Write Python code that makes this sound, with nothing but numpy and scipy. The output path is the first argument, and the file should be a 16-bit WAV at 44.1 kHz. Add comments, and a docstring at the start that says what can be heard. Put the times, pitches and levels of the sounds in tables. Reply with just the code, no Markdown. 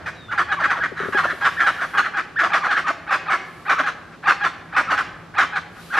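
"""Guans call on a lawn among trees, near a hand-held camera. Most calls start as a clean squeak of the syrinx
(one voice, two voices, or a rising wind-up) and break into a harsh rasp as its membranes slap and ring the
throat. Leaves and trunks throw the calls back. A small bird whistles once; fingers knock on the camera, which
rumbles low as it is panned, and its lens motor hisses. Behind them are soft air and the hum of a far engine."""
import sys
import numpy as np
from scipy import signal
from scipy.fft import rfft, irfft, next_fast_len
from scipy.io import wavfile
from scipy.ndimage import uniform_filter1d

SR = 44100
rng = np.random.default_rng(int(sys.argv[2]) if len(sys.argv) > 2 else 0)


def log_audio(samples):
    """Write samples as a 16-bit WAV file to the path given in sys.argv[1]."""
    # one column per channel
    frames = np.atleast_2d(samples).T
    # limit to full scale, then quantise
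    limited = np.clip(frames, -1, 1)
    pcm = np.round(limited * 32767).astype(np.int16)
    wavfile.write(sys.argv[1], SR, pcm)


N = 264159
TIME = np.arange(N) / SR


# one-voiced calls: break_s, rasp_length_s, effort_db, pitch_hz, squeak_db
YELPS = [(0.309, 0.046, -22, 1504, -33), (0.591, 0.052, -22, 1170, -27), (.633, .04, -13.5, 1797, -24),
         (0.757, 0.049, -25.5, 1096, -31), (0.824, 0.051, -17.5, 1680, -23),
         (1.23, 0.045, -18, 1214, -29.5), (1.289, .046, -20, 1780, -25), (1.592, .056, -14, 1833, -23.5),
         (1.804, .062, -19.5, 1466, -28), (2.039, 0.056, -20.5, 1680, -27), (2.385, .049, -14, 1805, -21.5),
         (2.634, .05, -18, 1227, -26), (2.759, 0.055, -16.5, 1708, -23.5),
         (2.865, .058, -16.5, 1258, -26.5), (3.781, .046, -16, 1344, -24), (4.896, 0.062, -14.5, 1343, -24),
         (5.927, 0.046, -20.5, 1613, -29.5)]

def yelp(at, length_s, effort_db, pitch_hz, squeak_db, attack=0.42):
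    """One voice arches and breaks; the lower it sings, the deeper and gruffer the rasp."""
    height = pitch_hz / 1500
    octaves = np.log2(height)
    arch = squeak(at - .026, at + .0047, (1130 * height ** .435, pitch_hz, .795 * pitch_hz), squeak_db,
                  waver=.008, flutter_db=-.4, swell_db=7, octave_db=-16.5)
    return [arch, *voice_break(at, attack * length_s, (1 - attack) * length_s, effort_db,
                               throat_hz=1490 * height ** .35, gruff_db=-11.5 - 19 * octaves,
                               bite_db=-3 * octaves, voice_db=-8.5)]


# two-voiced calls: break_s, rasp_length_s, effort_db, squeak_db
DUETS = [(.374, .063, -14, -34.5), (0.514, .04, -17, -22.5), (.697, 0.053, -16, -27),
         (1.168, 0.056, -14.5, -20), (1.442, .06, -12, -20.5), (1.661, 0.056, -13, -19.5),
         (1.971, 0.051, -11.5, -23.5), (2.165, 0.056, -18, -26.5), (2.702, .052, -17, -23.5),
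         (3.86, 0.052, -19, -27), (4.433, 0.057, -16, -23), (4.97, 0.061, -16, -29.5),
         (5.554, 0.047, -19.5, -30)]

def duet(at, length_s, effort_db, squeak_db, attack=0.29):
    """A high voice arches over a steadier low one; both break into a fast-rising rasp."""
    voices = squeak(at - .022, at + .0123, (1580, 1660, 1440), squeak_db, low_db=-25 + .23 * squeak_db,
                    waver=.0059, flutter_db=.5, sum_db=-10, octave_db=-12.5)
    return [voices, held_low_voice(at, effort_db - 15),
            *voice_break(at, attack * length_s, (1 - attack) * length_s, effort_db,
                         throat_hz=1460, gruff_db=-17, bite_db=1.1, voice_db=-10.5)]


# full calls: break_s, rasp_rise_s, rasp_fall_s, effort_db
SQUAWKS = [(2.53, .011, 0.057, -14.5), (3.103, 0.032, .04, -14.5), (3.293, 0.039, 0.041, -14.5),
           (3.689, 0.019, .047, -13), (4.267, 0.031, 0.041, -12), (4.76, .019, .047, -13),
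           (5.378, 0.01, .074, -12.5), (5.965, 0.02, 0.019, -14)]

def squawk(at, rise_s, fall_s, effort_db):
    """Two soft voices climb, flip down to one loud note and break into a rasp."""
    wind_up = squeak(at - .027, at - .0041, (1460, 1640, 1860), high_db=-33, low_db=-34,
                     waver=.018, swell_db=4.5, hoarse_db=1.5, sum_db=-7, octave_db=-9, lead_s=.012)
    drop = squeak(at - .0081, at + .0073, (1240, 1220, 1075), high_db=-22, octave_db=-11.5)
    return [wind_up, drop, held_low_voice(at, effort_db - 11),
            *voice_break(at, rise_s, fall_s, effort_db,
                         throat_hz=1430, gruff_db=-14, bite_db=1.9, voice_db=-9)]


# bare rasps: start_s, length_s, effort_db, throat_hz, gruff_db, edge_db
GRUNTS = [(0.057, .052, -23.5, 1553, -9, -13), (0.957, .164, -25, 1504, -15, -20),
          (1.121, 0.034, -22.5, 1440, -11, -20), (1.406, 0.05, -27, 1270, -10, -12.5),
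          (1.933, 0.053, -22.5, 1320, -7.5, -30), (2.425, 0.061, -15.5, 1386, -7.5, -19)]

def grunt(at, length_s, effort_db, throat_hz, gruff_db, edge_db, attack=0.29):
    """The voice is rough from the start."""
    return [rasp(at, attack * length_s, (1 - attack) * length_s, effort_db, throat_hz, gruff_db, edge_db)]


def guans(gain_db=-0.65):
    """All four kinds of call, each a list of (start_s, sound) parts."""
    mix = np.zeros(N)
    for call, table in (yelp, YELPS), (duet, DUETS), (squawk, SQUAWKS), (grunt, GRUNTS):
        for row in table:
            for start_s, sound in call(*row):
                add(mix, start_s, sound)
    return gain_of(gain_db) * mix


def squeak(start_s, end_s, arch_hz, high_db, low_db=-np.inf, waver=.013, flutter_db=2.5, swell_db=3.5,
           sum_db=-12, octave_db=-13, hoarse_db=0, lead_s=.016):
    """The syrinx's two sides sing a high arch and an optional steadier low voice, with sum tones."""
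    t = np.arange(start_s - .004, end_s + .004, 1 / SR)
    arch = np.polyfit([0, .5, 1], arch_hz, 2)
    hz = np.polyval(arch, (t - start_s) / (end_s - start_s)) * (1 + waver * wander(len(t), size=70))
    high = phase_of(hz)
    low = phase_of(820 * (hz / 1640) ** .55)
    # overtones weaken as they climb past the throat
    overtones = gain_of(octave_db) * (1200 / hz) ** 3 * (np.sin(2 * high) + np.sin(3 * high) / 4)
    sum_tones = gain_of(sum_db) * (np.sin(high + low) + np.sin(2 * high + low) / 4)
    tone = gain_of(high_db) * (np.sin(high) + overtones) + gain_of(low_db) * (np.sin(low) + sum_tones)
    swell = gain_of(swell_db * np.linspace(-1, 1, len(t)) + flutter_db * wander(len(t), size=60))
    envelope = swell * signal.windows.tukey(len(t), .45)
    sound = np.pad(np.sqrt(2) * tone * envelope, (round(lead_s * SR), 0))
    # the low voice catches hoarsely before it settles
    catch = signal.windows.hann(len(sound) // 2 + len(sound) // 4)
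    hoarse = formant(rng.standard_normal(len(catch)), hz=1350, width_hz=1100)
    hoarse = unit_rms(resonate(hoarse, hz=1350, width_hz=1100))
    add(sound, 0, gain_of(low_db + hoarse_db + 3) * catch * hoarse)
    return t[0] - lead_s, sound


def held_low_voice(at, level_db, pitch_hz=795):
    """The low voice holds on briefly under the rasp."""
    return squeak(at + .008, at + .0244, [pitch_hz] * 3, level_db,
                  waver=.024, swell_db=1.5, octave_db=-31)


# harshness, growing as the birds get excited: time_s, edge_db
HARSHNESS = [(.3, -20.5), (1.8, -19), (2.6, -17), (6, -18)]

def voice_break(at, rise_s, fall_s, effort_db, throat_hz, gruff_db, bite_db, voice_db):
    """A rasp with the fading clean voice wobbling down through it."""
    length_s = rise_s + fall_s
    edge_db = np.interp(at, *np.transpose(HARSHNESS)) + bite_db
    glide_hz = throat_hz * np.array([1.14, 1, .908])
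    return [rasp(at, rise_s, fall_s, effort_db, throat_hz, gruff_db, edge_db),
            squeak(at + .12 * length_s, at + .715 * length_s, glide_hz, effort_db + voice_db,
                   waver=.05, flutter_db=5, swell_db=.5, octave_db=-29)]


# throat resonances: centre_ratio, width_hz, gain_db
THROAT = [(.8, 353, 2.5), (.98, 371, 2.5), (1.13, 387, 2.5), (1.42, 624, -11)]
# low body of the rasp: freq_hz, density_db
RASP_BODY = [(60, -97.5), (150, 9), (370, 10.5), (470, 4), (640, 13.5), (950, -15), (1500, 4),
             (3000, -42.5)]
# sharp edge of the rasp: freq_hz, density_db
RASP_EDGE = [(1200, -31.5), (2000, 3.5), (2450, 3.5), (3200, -4.5), (4300, -8), (5000, -14), (5700, -14),
             (7500, -24.5), (12000, -37.5)]

def rasp(start_s, rise_s, fall_s, effort_db, centre_hz, gruff_db, edge_db, droop=.22, sag=.086):
    """Membrane slaps and their puffs of air ring the throat and windpipe."""
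    t = np.arange(-rise_s, fall_s, 1 / SR)
    progress = np.linspace(0, 1, len(t))
    pressure = abs(np.sin(np.pi / 2 * np.interp(t, [-rise_s, 0, fall_s], [0, 1, 2]))) ** .89
    # the membranes slacken: slower slaps and a falling, gruff ring
    tension = 1 - droop * progress ** 3
    slaps, puffs = membranes(tension)
    drive = slaps + .59 * puffs
    # the throat sinks as the bill closes
    throat_hz = centre_hz * (1 + sag * (1 - 2 * progress))
    throat = steadied(sum((-1) ** k * gain_of(db) * formant(drive, ratio * throat_hz, width_hz)
                          for k, (ratio, width_hz, db) in enumerate(THROAT)))
    # driven hard, it adds overtones of its own ring
    overtones = gain_of(-21) * pressure * unit_rms(throat ** 2 - uniform_filter1d(throat ** 2, size=45))
    ring_hz = 805 * tension * (1 + .11 * wander(len(t), size=300))
    ring = gain_of(gruff_db - 3) * unit_rms(formant(drive, ring_hz, width_hz=260 - 110))
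    body = gain_of(gruff_db / 2 - 14) * 2 * progress * colour(drive, RASP_BODY)
    # windpipe resonances follow the throat and differ per call
    hiss = unit_rms(slaps + 2 * puffs)
    pipe_ratios = 1.5 + np.arange(4) + rng.random(4)
    pipe = unit_rms(sum(formant(hiss, ratio * throat_hz, width_hz=260) for ratio in pipe_ratios))
    # the edge is hardest at the break, then fades
    edge = gain_of(edge_db + 5.5 - 5 * progress) * colour(hiss + .3 * pipe, RASP_EDGE) * pressure ** .16
    return start_s, gain_of(effort_db) * pressure * (throat + overtones + ring + body + edge)


def membranes(tension, nominal_hz=400, jitter=.38, uneven_db=1.5, puff_decay_cycles=.74):
    """The syrinx membranes slap irregularly, each slap with a puff of air."""
    count = len(tension)
    pace = rng.uniform(.75, 1.25)
    slap_hz = nominal_hz * pace * tension ** 2 * np.exp(jitter * wander(count, size=60))
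    turns = np.cumsum(slap_hz) / SR
    cycle = turns.astype(int)
    strength = gain_of(uneven_db * np.clip(rng.standard_normal(count), -2, 1))[cycle]
    slaps = np.diff(cycle, prepend=-1) * strength
    puffs = strength * np.exp(-(turns % 1) / puff_decay_cycles) * rng.standard_normal(count)
    return unit_rms(slaps), unit_rms(puffs)


# whistle contour: time_s, pitch_hz, level_db
WHISTLE = [(.14, 3980, -62), (.2, 3800, -51.5), (.29, 3480, -52), (.35, 3270, -66)]

def small_bird(flutter_db=2):
    """One thin, unsteady whistle that slides down."""
    time_s, pitch_hz, level_db = np.transpose(WHISTLE)
    contour_db = np.interp(TIME, time_s, level_db, left=-140, right=-140)
    level = gain_of(contour_db + flutter_db * wander(N, size=300))
    return np.sqrt(2) * level * np.sin(phase_of(np.interp(TIME, time_s, pitch_hz)))


# decay among the trees: freq_hz, t60_s
TREE_DECAY = [(200, 0.96), (1200, 0.96), (3500, 0.51), (14000, 0.2)]
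# return from far trunks: freq_hz, gain_db
TRUNK_COLOUR = [(500, 2.5), (850, -1.5), (1400, -7.5), (2200, 4), (8000, 12.5)]
# return from near leaves: freq_hz, gain_db
LEAF_COLOUR = [(300, 5), (1200, -2), (4500, 4.5), (9000, 15)]

def trees(x, echo_db=-15, taps_per_s=2500, leaf_decay_s=.013, trunk_onset_s=.01):
    """Near leaves scatter the calls; far trunks return a long, clumpy tail."""
    t, bins_hz = np.arange(SR) / SR, np.fft.rfftfreq(SR, 1 / SR)
    taps = rng.standard_normal((4, SR)) * (rng.random((4, SR)) < taps_per_s / SR)
    hz, age_s, frames = signal.stft(taps[:2], SR, nperseg=256)
    frames = frames * gain_of(-60 * age_s / at_hz(TREE_DECAY, hz)[:, None])
    trunks = signal.istft(frames, SR, nperseg=256)[1][:, :SR]
    trunks *= (1 - np.exp(-(t / trunk_onset_s) ** 2)) * gain_of(wander(SR, size=500))
    trunks /= np.linalg.norm(trunks, axis=1, keepdims=True)
    leaves = taps[2:] * np.exp(-t / leaf_decay_s)
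    leaves /= np.linalg.norm(leaves, axis=1, keepdims=True)
    far = rfft(trunks) * gain_of(echo_db + at_hz(TRUNK_COLOUR, bins_hz))
    near = rfft(leaves) * gain_of(echo_db + at_hz(LEAF_COLOUR, bins_hz))
    mid, side = irfft(far * [[1], [.25]] + near, SR)
    return signal.fftconvolve(x[None], np.array([mid + side, mid - side]), axes=1)[:, :N]


def moving_echoes(x, stay_s=.549, count=3):
    """Birds and camera keep moving, so one set of echoes hands over to the next."""
    offsets = [abs((TIME / stay_s - k + count / 2) % count - count / 2) for k in range(count)]
    return sum(trees(x * np.cos(np.pi / 2 * np.minimum(offset, 1))) for offset in offsets)


def earlier_calls(level_db=-39, t60_s=1.0):
    """The tail of an earlier call dies away among the trees."""
    # freq_hz, density_db
    spectrum = [(60, -17), (300, -2), (600, 5), (950, -3), (1500, 4),
                (2500, -11), (5000, -22), (12000, -54)]
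    return gain_of(level_db - 60 * TIME / t60_s) * stereo_noise(spectrum, AIR_COHERENCE)


# finger knocks: start_s, relative_db
KNOCKS = [(0.918, -36), (1., -32), (1.031, -36), (1.052, -34.5), (1.084, -31), (1.144, -28.5),
          (1.329, -38.5)]
# camera body modes: freq_hz, gain_db, t60_s
CASE_MODES = [(284, -9, 0.061), (385.5, 6, 0.052), (576, -10, 0.024)]

def handling_knocks(gain_db=-9, lean_db=5, push_s=.0027):
    """Soft finger knocks ring the camera body, nearer the left port."""
    t, knocks = np.arange(SR // 5) / SR, np.zeros(N)
    ring = sum(gain_of(db - 60 * t / t60_s) * np.cos(2 * np.pi * hz * t) for hz, db, t60_s in CASE_MODES)
    for start_s, db in KNOCKS:
        push = uniform_filter1d(rng.standard_normal(len(t)), size=40) * t * np.exp(-t / push_s)
        add(knocks, start_s, gain_of(db + gain_db) * unit_rms(signal.fftconvolve(push, ring)[:len(t)]))
    return knocks * gain_of([[lean_db], [-lean_db]])


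# motor runs: start_s, end_s, level_db
LENS_RUNS = [(1.081, 1.95, -49), (3.477, 3.68, -55.5), (5.81, 6.0, -46)]
# motor hiss: freq_hz, density_db
LENS_HISS = [(1500, 9), (4300, 7.5), (5300, 1.5), (8500, -1.5), (11500, 2), (14000, -6)]

def lens_motor(rise_db_per_s=170, fall_db_per_s=130):
    """The lens motor hisses while it moves."""
    level = np.zeros(N)
    for start_s, end_s, db in LENS_RUNS:
        before_s, after_s = np.maximum(start_s - TIME, 0), np.maximum(TIME - end_s, 0)
        level += gain_of(db - rise_db_per_s * before_s - fall_db_per_s * after_s)
    return level * stereo_noise(LENS_HISS, coherence=[(1000, .9), (12000, .3)])


# engine hum: time_s, relative_db
ENGINE_LEVEL = [(0.0, -50), (1.28, -43), (2.02, -51), (5.99, -45.5)]

def far_engine(pitch_hz=164.9, gain_db=-3.5):
    """A far engine's hum wavers in one narrow band."""
    hum = steadied(formant(rng.standard_normal(N), pitch_hz, width_hz=11), size=9000)
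    return hum * gain_of(gain_db + np.interp(TIME, *np.transpose(ENGINE_LEVEL)))


# rumble contour: time_s, level_db
RUMBLE_LEVEL = [(0, -47), (1.3, -48), (2.1, -59), (4.2, -61.5), (4.8, -47.5), (6, -55.5)]
# rumble spectrum: freq_hz, density_db
RUMBLE_SPECTRUM = [(35, -26), (70, -5), (100, -1.5), (140, -5.5), (400, -22), (1500, -71)]
# air spectrum: freq_hz, density_db
AIR_SPECTRUM = [(20, -31), (50, -2), (100, 1), (300, 1.5), (1400, -10), (4000, -18.5), (8000, -29),
                (14000, -35.5)]
# left-right likeness outdoors: freq_hz, coherence
AIR_COHERENCE = [(70, 1), (170, 0.87), (320, 0.52), (900, 0.93), (3000, 0.8), (9000, 0.14)]

def air_and_rumble(air_db=-46):
    """Soft, steady air, with a low rumble from the camera being panned in the hand that comes and goes."""
    rumble_db = np.interp(TIME, *np.transpose(RUMBLE_LEVEL))
    rumble = gain_of(rumble_db) * stereo_noise(RUMBLE_SPECTRUM, AIR_COHERENCE)
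    return rumble + gain_of(air_db) * stereo_noise(AIR_SPECTRUM, AIR_COHERENCE)


def gain_of(db):
    return 10 ** (np.asarray(db) / 20)


def phase_of(hz):
    return 2 * np.pi * np.cumsum(hz) / SR


def unit_rms(x):
    return x / np.sqrt(np.mean(x ** 2) + 1e-20)


def at_hz(points, hz):
    """Interpolates on a log-frequency axis."""
    freq_hz, value = np.transpose(points)
    return np.interp(np.log(hz + 1), np.log(freq_hz + 1), value)


def add(mix, start_s, sound):
    part = mix[max(round(start_s * SR), 0):][:len(sound)]
    part += sound[:len(part)]


def colour(x, spectrum, size=2048):
    """Minimum-phase filter; output rms 1."""
    log_gain = np.log(gain_of(at_hz(spectrum, abs(np.fft.fftfreq(size, 1 / SR)))))
    taps = np.fft.ifft(np.exp(signal.hilbert(log_gain).conj())).real
    return unit_rms(signal.fftconvolve(x, taps[:size // 2])[:len(x)])


def resonate(x, hz, width_hz):
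    """Unity-gain resonance that follows hz."""
    carrier = np.exp(1j * phase_of(hz * np.ones(len(x))))
    pole = np.exp(-np.pi * width_hz / SR)
    return 2 * (carrier * signal.lfilter([1 - pole], [1, -pole], x / carrier)).real


def formant(x, hz, width_hz):
    """Steep-sided resonance."""
    return resonate(resonate(x, hz, width_hz), hz, width_hz)


def smooth(x, size):
    return uniform_filter1d(uniform_filter1d(x, size), size)


def wander(count, size):
    """Random drift over size samples; rms 1."""
    return unit_rms(smooth(rng.standard_normal(count), size))


def steadied(x, size=700):
    """Holds the slow level at 1, keeps the fast flutter."""
    return x / np.sqrt(smooth(x ** 2, size) + 1e-12)


def stereo_noise(spectrum, coherence):
    """Shaped noise with a given left-right likeness; rms 1."""
    size = next_fast_len(N, True)
    hz = np.fft.rfftfreq(size, 1 / SR)
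    left, other = rfft(rng.standard_normal((2, size)))
    shared = np.clip(at_hz(coherence, hz), -1, 1)
    right = shared * left + np.sqrt(1 - shared ** 2) * other
    return unit_rms(irfft(np.array([left, right]) * gain_of(at_hz(spectrum, hz)), size)[:, :N])


def scene():
    """Birds and their echoes, over the background and camera noises."""
    birds = guans() + small_bird()
    outdoors = birds + moving_echoes(birds) + earlier_calls() + far_engine() + air_and_rumble()
    return outdoors + handling_knocks() + lens_motor()


def record(dry, rolloff_hz=12800, cutoff_hz=15100):
    """Microphone treble roll-off, then a steep band limit."""
    soft = signal.sosfilt(signal.butter(4, rolloff_hz, fs=SR, output="sos"), dry)
    band_limit = signal.firwin(511, cutoff_hz, window=("kaiser", 9), fs=SR)
    return signal.oaconvolve(soft, band_limit[None], "same")


dry = scene()
out = record(dry)
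log_audio(out)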